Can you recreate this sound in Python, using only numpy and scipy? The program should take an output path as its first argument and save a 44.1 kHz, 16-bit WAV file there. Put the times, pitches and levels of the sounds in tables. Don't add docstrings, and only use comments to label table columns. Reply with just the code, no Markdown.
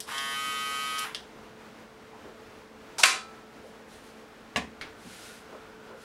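import sys
import numpy as np
from scipy import signal
from scipy.fft import rfft, irfft, next_fast_len
from scipy.io import wavfile
from scipy.ndimage import uniform_filter1d, minimum_filter1d, map_coordinates

SR = 44100
rng = np.random.default_rng(int(sys.argv[2]) if len(sys.argv) > 2 else 0)


def put_to_file(sound):
    columns = np.atleast_2d(sound).T
    safe = np.clip(columns, -1, 1)
    whole_steps = np.round(safe * 32767)
    wavfile.write(sys.argv[1], SR, whole_steps.astype(np.int16))


N = 266355
ON_S, OFF_S = .064, 1.038
RELEASE_DB_PER_S = 195


def shaver():
    settled = ramp(.33, .045)
    strokes = np.cumsum(motor_speed(settled)) / SR
    rattle_share = np.clip(.004 + 1 - ramp(ON_S, .1) + ramp(OFF_S, .015), 0, .93)
    tone_gain = np.sqrt(1 - rattle_share)
    body = np.sqrt(rattle_share) * rattle(strokes) + tone_gain * drive(strokes, settled)
    body *= amp(-34.5 + .9 * settled) * running_gain(attack_s=.034)
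    foil = amp(1.5) * cutters(strokes) + amp(-5) * tone_gain * foil_frame(strokes)
    return body + amp(-48) * running_gain(attack_s=.03) * foil


def motor_speed(settled, stroke_hz=137.75, creep_hz_per_s=1.35, coast_hz_per_s=170):
    running_hz = stroke_hz + creep_hz_per_s * since(ON_S) + 1.05 * settled + .22 * wobble(14.05)
    lacking_hz = 9 * np.exp(-since(ON_S) / .045)
    return np.maximum(running_hz - lacking_hz - coast_hz_per_s * since(OFF_S), 0)


def running_gain(attack_s):
    return (1 - np.exp(-since(ON_S) / attack_s)) * amp(-RELEASE_DB_PER_S * since(OFF_S))


# stroke_multiple, relative_db
LOOSE_TONES = [(1, -24), (2, -28), (3, -24), (4, -37), (5, -12.5), (6, -13.5), (7, -8.5), (8, -0.5), (9, 0),
               (10, -13), (11, -1.5), (12, -7), (13, -0.5), (14, -2), (15, -5.5), (16, -6.5), (17, -17),
               (18, -15), (19, -9), (20, -14), (21, -16), (22, -2), (23, 0), (24, -20), (25, -10),
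               (26, -25), (27, -22)]
SETTLED_TONES = [(1, -31), (2, -30), (3, -33), (4, -41), (5, -25), (6, -19.5), (7, -20), (8, -8), (9, 2),
                 (10, -13.5), (11, -7), (12, -27), (13, -13.5), (14, -8.5), (15, -14), (16, -7.5),
                 (17, -13.5), (18, -10), (19, -13), (20, -16.5), (21, -19), (22, -2), (23, -14), (24, -15),
                 (25, -27), (26, -14), (27, -20), (28, -25), (29, -35), (30, -18)]


def drive(strokes, settled):
    loose = harmonics(strokes, LOOSE_TONES, spread=.21)
    seated = harmonics(strokes, SETTLED_TONES, spread=.15)
    return np.sqrt(1 - settled) * loose + np.sqrt(settled) * seated


def rattle(strokes):
    pulse = unit(amp(1.5 * np.cos(2 * np.pi * strokes)))
    clatter = noise([(500, -20), (950, 6.5), (1650, 4.5), (2400, 1), (3300, -3.5), (4200, -17),
                     (6000, -24)])
    return amp(np.where(since(OFF_S) > 0, .5, -2)) * pulse * clatter


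# pitch_hz, relative_db
FOIL_COLOUR = [(500, -33), (1000, -11), (3000, 1), (3900, 0), (4500, -3), (5200, -1), (6400, -7),
               (7100, -3), (8000, -7), (9700, -4.5), (10400, -2.5), (11800, -6), (13300, -17), (15500, -24)]


def cutters(strokes, jitter_s=.000011, rub_db=-4):
    tick_at = np.interp(np.arange(1, int(strokes[-1])), strokes, np.arange(N))
    jitter, size_db = rng.standard_normal((2, N // 100))[:, :len(tick_at)]
    tick_at += jitter_s * SR * jitter
    nearby = tick_at.astype(int)[:, None] + np.arange(-7, 9)
    shares = amp(size_db)[:, None] * np.sinc(nearby - tick_at[:, None])
    ticks = np.bincount(np.clip(nearby, 0, N - 1).ravel(), shares.ravel(), N)
    ticks = signal.fftconvolve(ticks, ring_in_room(ring_s=.018, room_db=5.5))[:N]
    rub = rng.standard_normal(N) * amp(3.1 * np.cos(2 * np.pi * strokes - 1))
    blades = unit(ticks) + amp(rub_db) * unit(rub)
    return unit(coloured(blades, lambda hz: along(FOIL_COLOUR, hz)))


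# stroke_multiple, relative_db
FRAME_TONES = [(31, -5.5), (32, -4), (34, 3), (35, -9), (37, -4), (38, -2), (40, -14), (41, -6), (42, -5),
               (49, -2), (52, -2), (59, -11), (61, -10), (68, -7), (74, -7), (75, -9), (79, -14), (84, -10)]


def foil_frame(strokes):
    return harmonics(strokes, FRAME_TONES, spread=.34, waver_db=1, drift=.0047)


# start_s, level_db, brightness_db_per_octave
BUTTON_CLICKS = [(.003, -35.5, 9.5), (.1805, -34, 1), (.186, -39, 1.5), (.9835, -37.5, 4), (.987, -38, 7),
                 (.991, -35.5, 13), (1.1472, -32, 0), (1.1525, -46, -3), (1.1625, -45.5, 0)]
# pitch_hz, relative_db
BUTTON_COLOUR = [(290, -35), (600, -17), (1100, -18), (1750, -3.5), (2400, -9.5), (3200, 2), (4300, -6.5),
                 (5200, -4), (6700, -16.5), (9000, -15), (11000, -21.5), (15500, -42)]


def button():
    return strikes(BUTTON_CLICKS, BUTTON_COLOUR, ring_s=.034, room_db=-4)


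# start_s, level_db, brightness_db_per_octave
SNAP_HITS = [(3.0342, -15, 1.5), (3.0366, -6, -1), (3.056, -13, 3)]
# pitch_hz, relative_db
SCRAPE_COLOUR = [(180, -47), (300, -15), (968, 2.5), (1180, -2.5), (1460, -2), (1840, -10.5), (3180, -6.5),
                 (5570, -1.5), (6680, -5), (10600, -11), (15500, -32.5)]
CASE_COLOUR = [(70, -45), (170, -28), (330, -15), (480, -12), (750, -7.5), (900, -15.5), (1100, -5),
               (1500, 0), (2000, -1.5), (2550, 2.5), (3300, -3), (4400, -5), (8000, -8), (11000, -15),
               (15500, -39)]
# pitch_hz, relative_db, ring_s
CASE_NOTES = [(765, -7, .33), (1013, -2, .31), (1076, 0, .28), (1257, -2, .31), (1417, -6, .27),
              (1535, -1, .25), (1578, -2, .25), (1744, -4, .27), (2000, -4, .25), (2059, -4, .27),
              (2335, -1, .26), (2427, -2, .32), (2485, -2, .22), (2648, -3, .22), (2950, -4, .22),
              (3458, -6, .28), (3545, -6, .27), (3929, -7, .33), (4005, -6, .32), (4565, -4, .32),
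              (5108, -9, .31), (7458, -9, .25), (9515, -12, .23)]
HEAD_NOTES = [(785, -6, .55), (1320, 0, .95)]


def snap(slide_s=2.982, fade_db_per_s=133):
    hit_s = SNAP_HITS[1][0]
    sliding = ramp(slide_s, .0028) * (1 - ramp(hit_s, .0028))
    fading = amp(-28 - fade_db_per_s * since(slide_s))
    yank = amp(-17) * np.exp(-np.abs(np.arange(N) / SR - hit_s) / .003)
    scrape = sliding * (fading + yank) * amp(1.8 * wobble(400)) * noise(SCRAPE_COLOUR)
    ring = amp(-12) * ringing(hit_s, CASE_NOTES) + amp(-37) * ringing(hit_s, HEAD_NOTES)
    return scrape + ring + strikes(SNAP_HITS, CASE_COLOUR, ring_s=.061, room_db=2.5)


# start_s, level_db, brightness_db_per_octave
LANDING_KNOCKS = [(4.5602, -25.5, 1.3), (4.569, -33.5, 5.5), (4.575, -29.5, -2), (4.584, -32.5, -3),
                  (4.621, -40.5, -4.5)]
TIPPING_TAPS = [(4.8122, -36.5, -2.5), (4.819, -47, 2), (4.824, -43.5, -4)]
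# pitch_hz, relative_db
WOOD_COLOUR = [(40, -27), (70, -8), (140, -8), (250, 7), (370, -3), (700, -5.5), (1050, -2.5), (1500, -11),
               (1800, 1), (2600, -1.5), (3300, -7.5), (5000, -16), (7000, -18.5), (11000, -32),
               (15000, -49)]
TAP_COLOUR = [(150, -20), (400, -17), (900, -19), (1300, -12), (1650, -5.5), (1900, -7), (2280, -3.5),
              (2600, -8), (3300, -10), (4200, -9.5), (6000, -21), (8500, -27), (10500, -26), (14000, -42)]
# pitch_hz, relative_db, ring_s
WOOD_NOTES = [(71.4, -12, .55), (151.6, -8, 0.17), (201, -6, 0.22), (255, -8, 0.33), (440.4, -10, 0.29),
              (707, 0, 0.19), (760, -8, 0.26), (1027, -3.5, 0.26), (1136, 4, 0.14), (1690, 3, 0.13),
              (1820, -5, .19), (2510, -2, 0.077), (2794, 4.5, 0.1), (3140, -5, 0.086), (4010, -2, 0.13)]


def put_down():
    knocks = strikes(LANDING_KNOCKS, WOOD_COLOUR, ring_s=.059, room_db=-6.5)
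    ring = amp(-28.5) * ringing(LANDING_KNOCKS[0][0], WOOD_NOTES)
    return knocks + ring + strikes(TIPPING_TAPS, TAP_COLOUR, ring_s=.033, room_db=-1)


# start_s, length_s, level_db
HAND_SWEEPS = [(3.59, 0.16, -63.5), (3.86, 0.17, -56), (3.99, .17, -59), (4.12, 0.15, -65),
               (4.936, .56, -49.5), (5.94, .2, -57.5)]
# pitch_hz, relative_db
SKIN_COLOUR = [(880, -29), (1500, -4), (1840, -4), (2150, -4.5), (2370, -4), (4060, -5.5), (5450, -8),
               (10600, -11), (15500, -27)]


def hand_sweeps():
    loudness = sum(amp(db) * np.abs(np.sin(np.pi * ramp(start_s, length_s))) ** 1.3
                   for start_s, length_s, db in HAND_SWEEPS)
    return loudness * amp(.6 * wobble(35)) * noise(SKIN_COLOUR)


# start_s, level_db, pitch_hz
HAND_BUMPS = [(2.13, -46.5, 870), (2.25, -44, 463), (2.29, -48, 460), (3.642, -45.5, 530),
              (5.055, -45, 205), (5.064, -52.5, 90), (5.525, -42, 514), (5.529, -45.5, 1110),
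              (5.895, -43, 486), (5.909, -49, 1130), (5.945, -48, 470)]


def hand_bumps(width_octaves=.43, ring_s=.24, rise_s=.0027):
    out, t = np.zeros(N), np.arange(SR // 2) / SR
    for start_s, db, pitch_hz in HAND_BUMPS:
        thud = coloured(rng.standard_normal(SR),
                        lambda hz: -30 * np.log10(1 + (np.log2((hz + 1) / pitch_hz) / width_octaves) ** 2))
        loudness = amp(db - 60 * t / ring_s) * (1 - np.exp(-t / rise_s))
        add(out, start_s, loudness * unit(thud[-len(t):]))
    return out


# pitch_hz, width_hz, level_db
FAN_HUMS = [(221.8, 3.6, -60.5), (438.2, 4, -58.5), (218.2, 45, -63), (295, 45, -65), (460, 77, -68.5),
            (513, 12, -71)]
# pitch_hz, relative_db
AIR_COLOUR = [(12, -54.5), (25, -21), (40, -12), (103, -10.5), (133, -10), (219, -14.5), (245, -9.5),
              (282, -7.5), (404, -9.5), (439, -5.5), (597, -9.5), (1450, -12.5), (1670, -14.5), (5690, -28),
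              (14300, -41), (15500, -39.5)]


def fan():
    hum = sum(amp(db) * hum_band(hz, width_hz) for hz, width_hz, db in FAN_HUMS)
    whistle = amp(-59) * ramp(4.27, 1.1) * hum_band(hz=1437, width_hz=110)
    return hum + whistle + amp(-51 + 1.06 * wobble(15)) * noise(AIR_COLOUR)


# pitch_hz, ring_s
ROOM_ECHO = [(100, 0.47), (500, 0.37), (2000, 0.27), (6000, 0.27), (11000, 0.23), (16000, 0.097)]


def ring_in_room(ring_s, room_db):
    hz, t, bands = signal.stft(rng.standard_normal(SR // 2), SR, nperseg=256)
    echo = signal.istft(bands * amp(-60 * t / along(ROOM_ECHO, hz)[:, None]), SR, nperseg=256)[1]
    direct = rng.standard_normal(len(echo)) * amp(-60 * np.arange(len(echo)) / SR / ring_s)
    return unit(direct) + amp(room_db) * unit(echo)


def strikes(hits, colour, ring_s, room_db):
    out = np.zeros(N)
    for start_s, db, brightness in hits:
        blow = coloured(ring_in_room(ring_s, room_db),
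                        lambda hz: along(colour, hz) + brightness * np.log2(np.maximum(hz, 200) / 2000))
        add(out, start_s, amp(db) * onset_unit(blow))
    return out


def ringing(start_s, notes):
    out, t = np.zeros(N), np.arange(SR) / SR
    ring = sum(amp(db - 60 * t / ring_s) * np.sin(2 * np.pi * (hz * t + rng.random()))
               for hz, db, ring_s in notes)
    add(out, start_s, onset_unit(ring * (1 - np.exp(-t / .0015))))
    return out


def harmonics(strokes, tones, spread, waver_db=.9, drift=.006):
    out = np.zeros(N)
    on = slice(0, round((OFF_S + 60 / RELEASE_DB_PER_S) * SR))
    for multiple, db in tones:
        lag = .009 * multiple ** 2 + spread * rng.standard_normal()
        cycles = multiple * strokes[on] - lag + drift * multiple * wobble(40.46)[on]
        out[on] += amp(db + waver_db * multiple / 20 * wobble(16.5)[on]) * np.cos(2 * np.pi * cycles)
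    return out / np.sqrt(sum(amp(db) ** 2 for _, db in tones) / 2)


def hum_band(hz, width_hz):
    sway = wobble(2 * width_hz) + 1j * wobble(2 * width_hz) + 12 / width_hz
    return unit(np.real(sway * np.exp(2j * np.pi * hz * np.arange(N) / SR)))


def noise(colour):
    return unit(coloured(rng.standard_normal(N), lambda hz: along(colour, hz)))


def coloured(x, gain_db):
    size = 2 * next_fast_len(len(x) // 2 + 4096)
    shape = irfft(np.log(amp(gain_db(np.fft.rfftfreq(size, 1 / SR))) + 1e-6))
    shape[1:size // 2] *= 2
    shape[size // 2 + 1:] = 0
    return irfft(rfft(x, size) * np.exp(rfft(shape)))[:len(x)]


def wobble(rate_hz):
    points = rng.standard_normal(int(N * rate_hz / SR) + 4)
    coarse = np.arange(0, N, 64)
    return np.interp(np.arange(N), coarse, map_coordinates(points, [coarse * rate_hz / SR]))


def along(points, hz):
    pitches, values = np.transpose(points)
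    return np.interp(np.log(hz + 1), np.log(pitches + 1), values)


def amp(db):
    return 10 ** (np.asarray(db) / 20)


def unit(x):
    return x / np.sqrt(np.mean(x ** 2) + 1e-20)


def onset_unit(x):
    return x / np.sqrt(np.mean(x[:SR // 100] ** 2))


def add(track, start_s, sound):
    part = track[max(round(start_s * SR), 0):][:len(sound)]
    part += sound[:len(part)]


def since(start_s):
    return np.maximum(np.arange(N) / SR - start_s, 0)


def ramp(start_s, length_s):
    return np.minimum(since(start_s) / length_s, 1)


def scene():
    return (button() + shaver() + snap() + put_down() + hand_sweeps() + hand_bumps() + fan())[None]


def record(dry, threshold_db=-13, hold_s=.032, attack_s=.0025, release_s=.071, top_hz=15800):
    t = np.arange(N) / SR
    level_db = 10 * np.log10(np.abs(uniform_filter1d(dry[0] ** 2, SR // 250)) + 1e-12)
    over_db = np.maximum(level_db - threshold_db, 0)
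    window = 2 * int(hold_s * SR / 2) + 1
    held_db = -minimum_filter1d(-over_db, window, origin=window // 2)
    dip_db = np.maximum.accumulate(held_db * np.exp(t / release_s)) * np.exp(-t / release_s)
    lag = np.exp(-1 / (attack_s * SR))
    dipped = dry * amp(-signal.lfilter([1 - lag], [1, -lag], dip_db))
    rounded = dipped / (1 + (np.abs(dipped) / .85) ** 8) ** (1 / 8)
    size = next_fast_len(N + SR // 2)
    kept = np.fft.rfftfreq(size, 1 / SR) < top_hz
    return irfft(rfft(rounded, size) * kept, size)[..., :N]


dry = scene()
out = record(dry)
put_to_file(out)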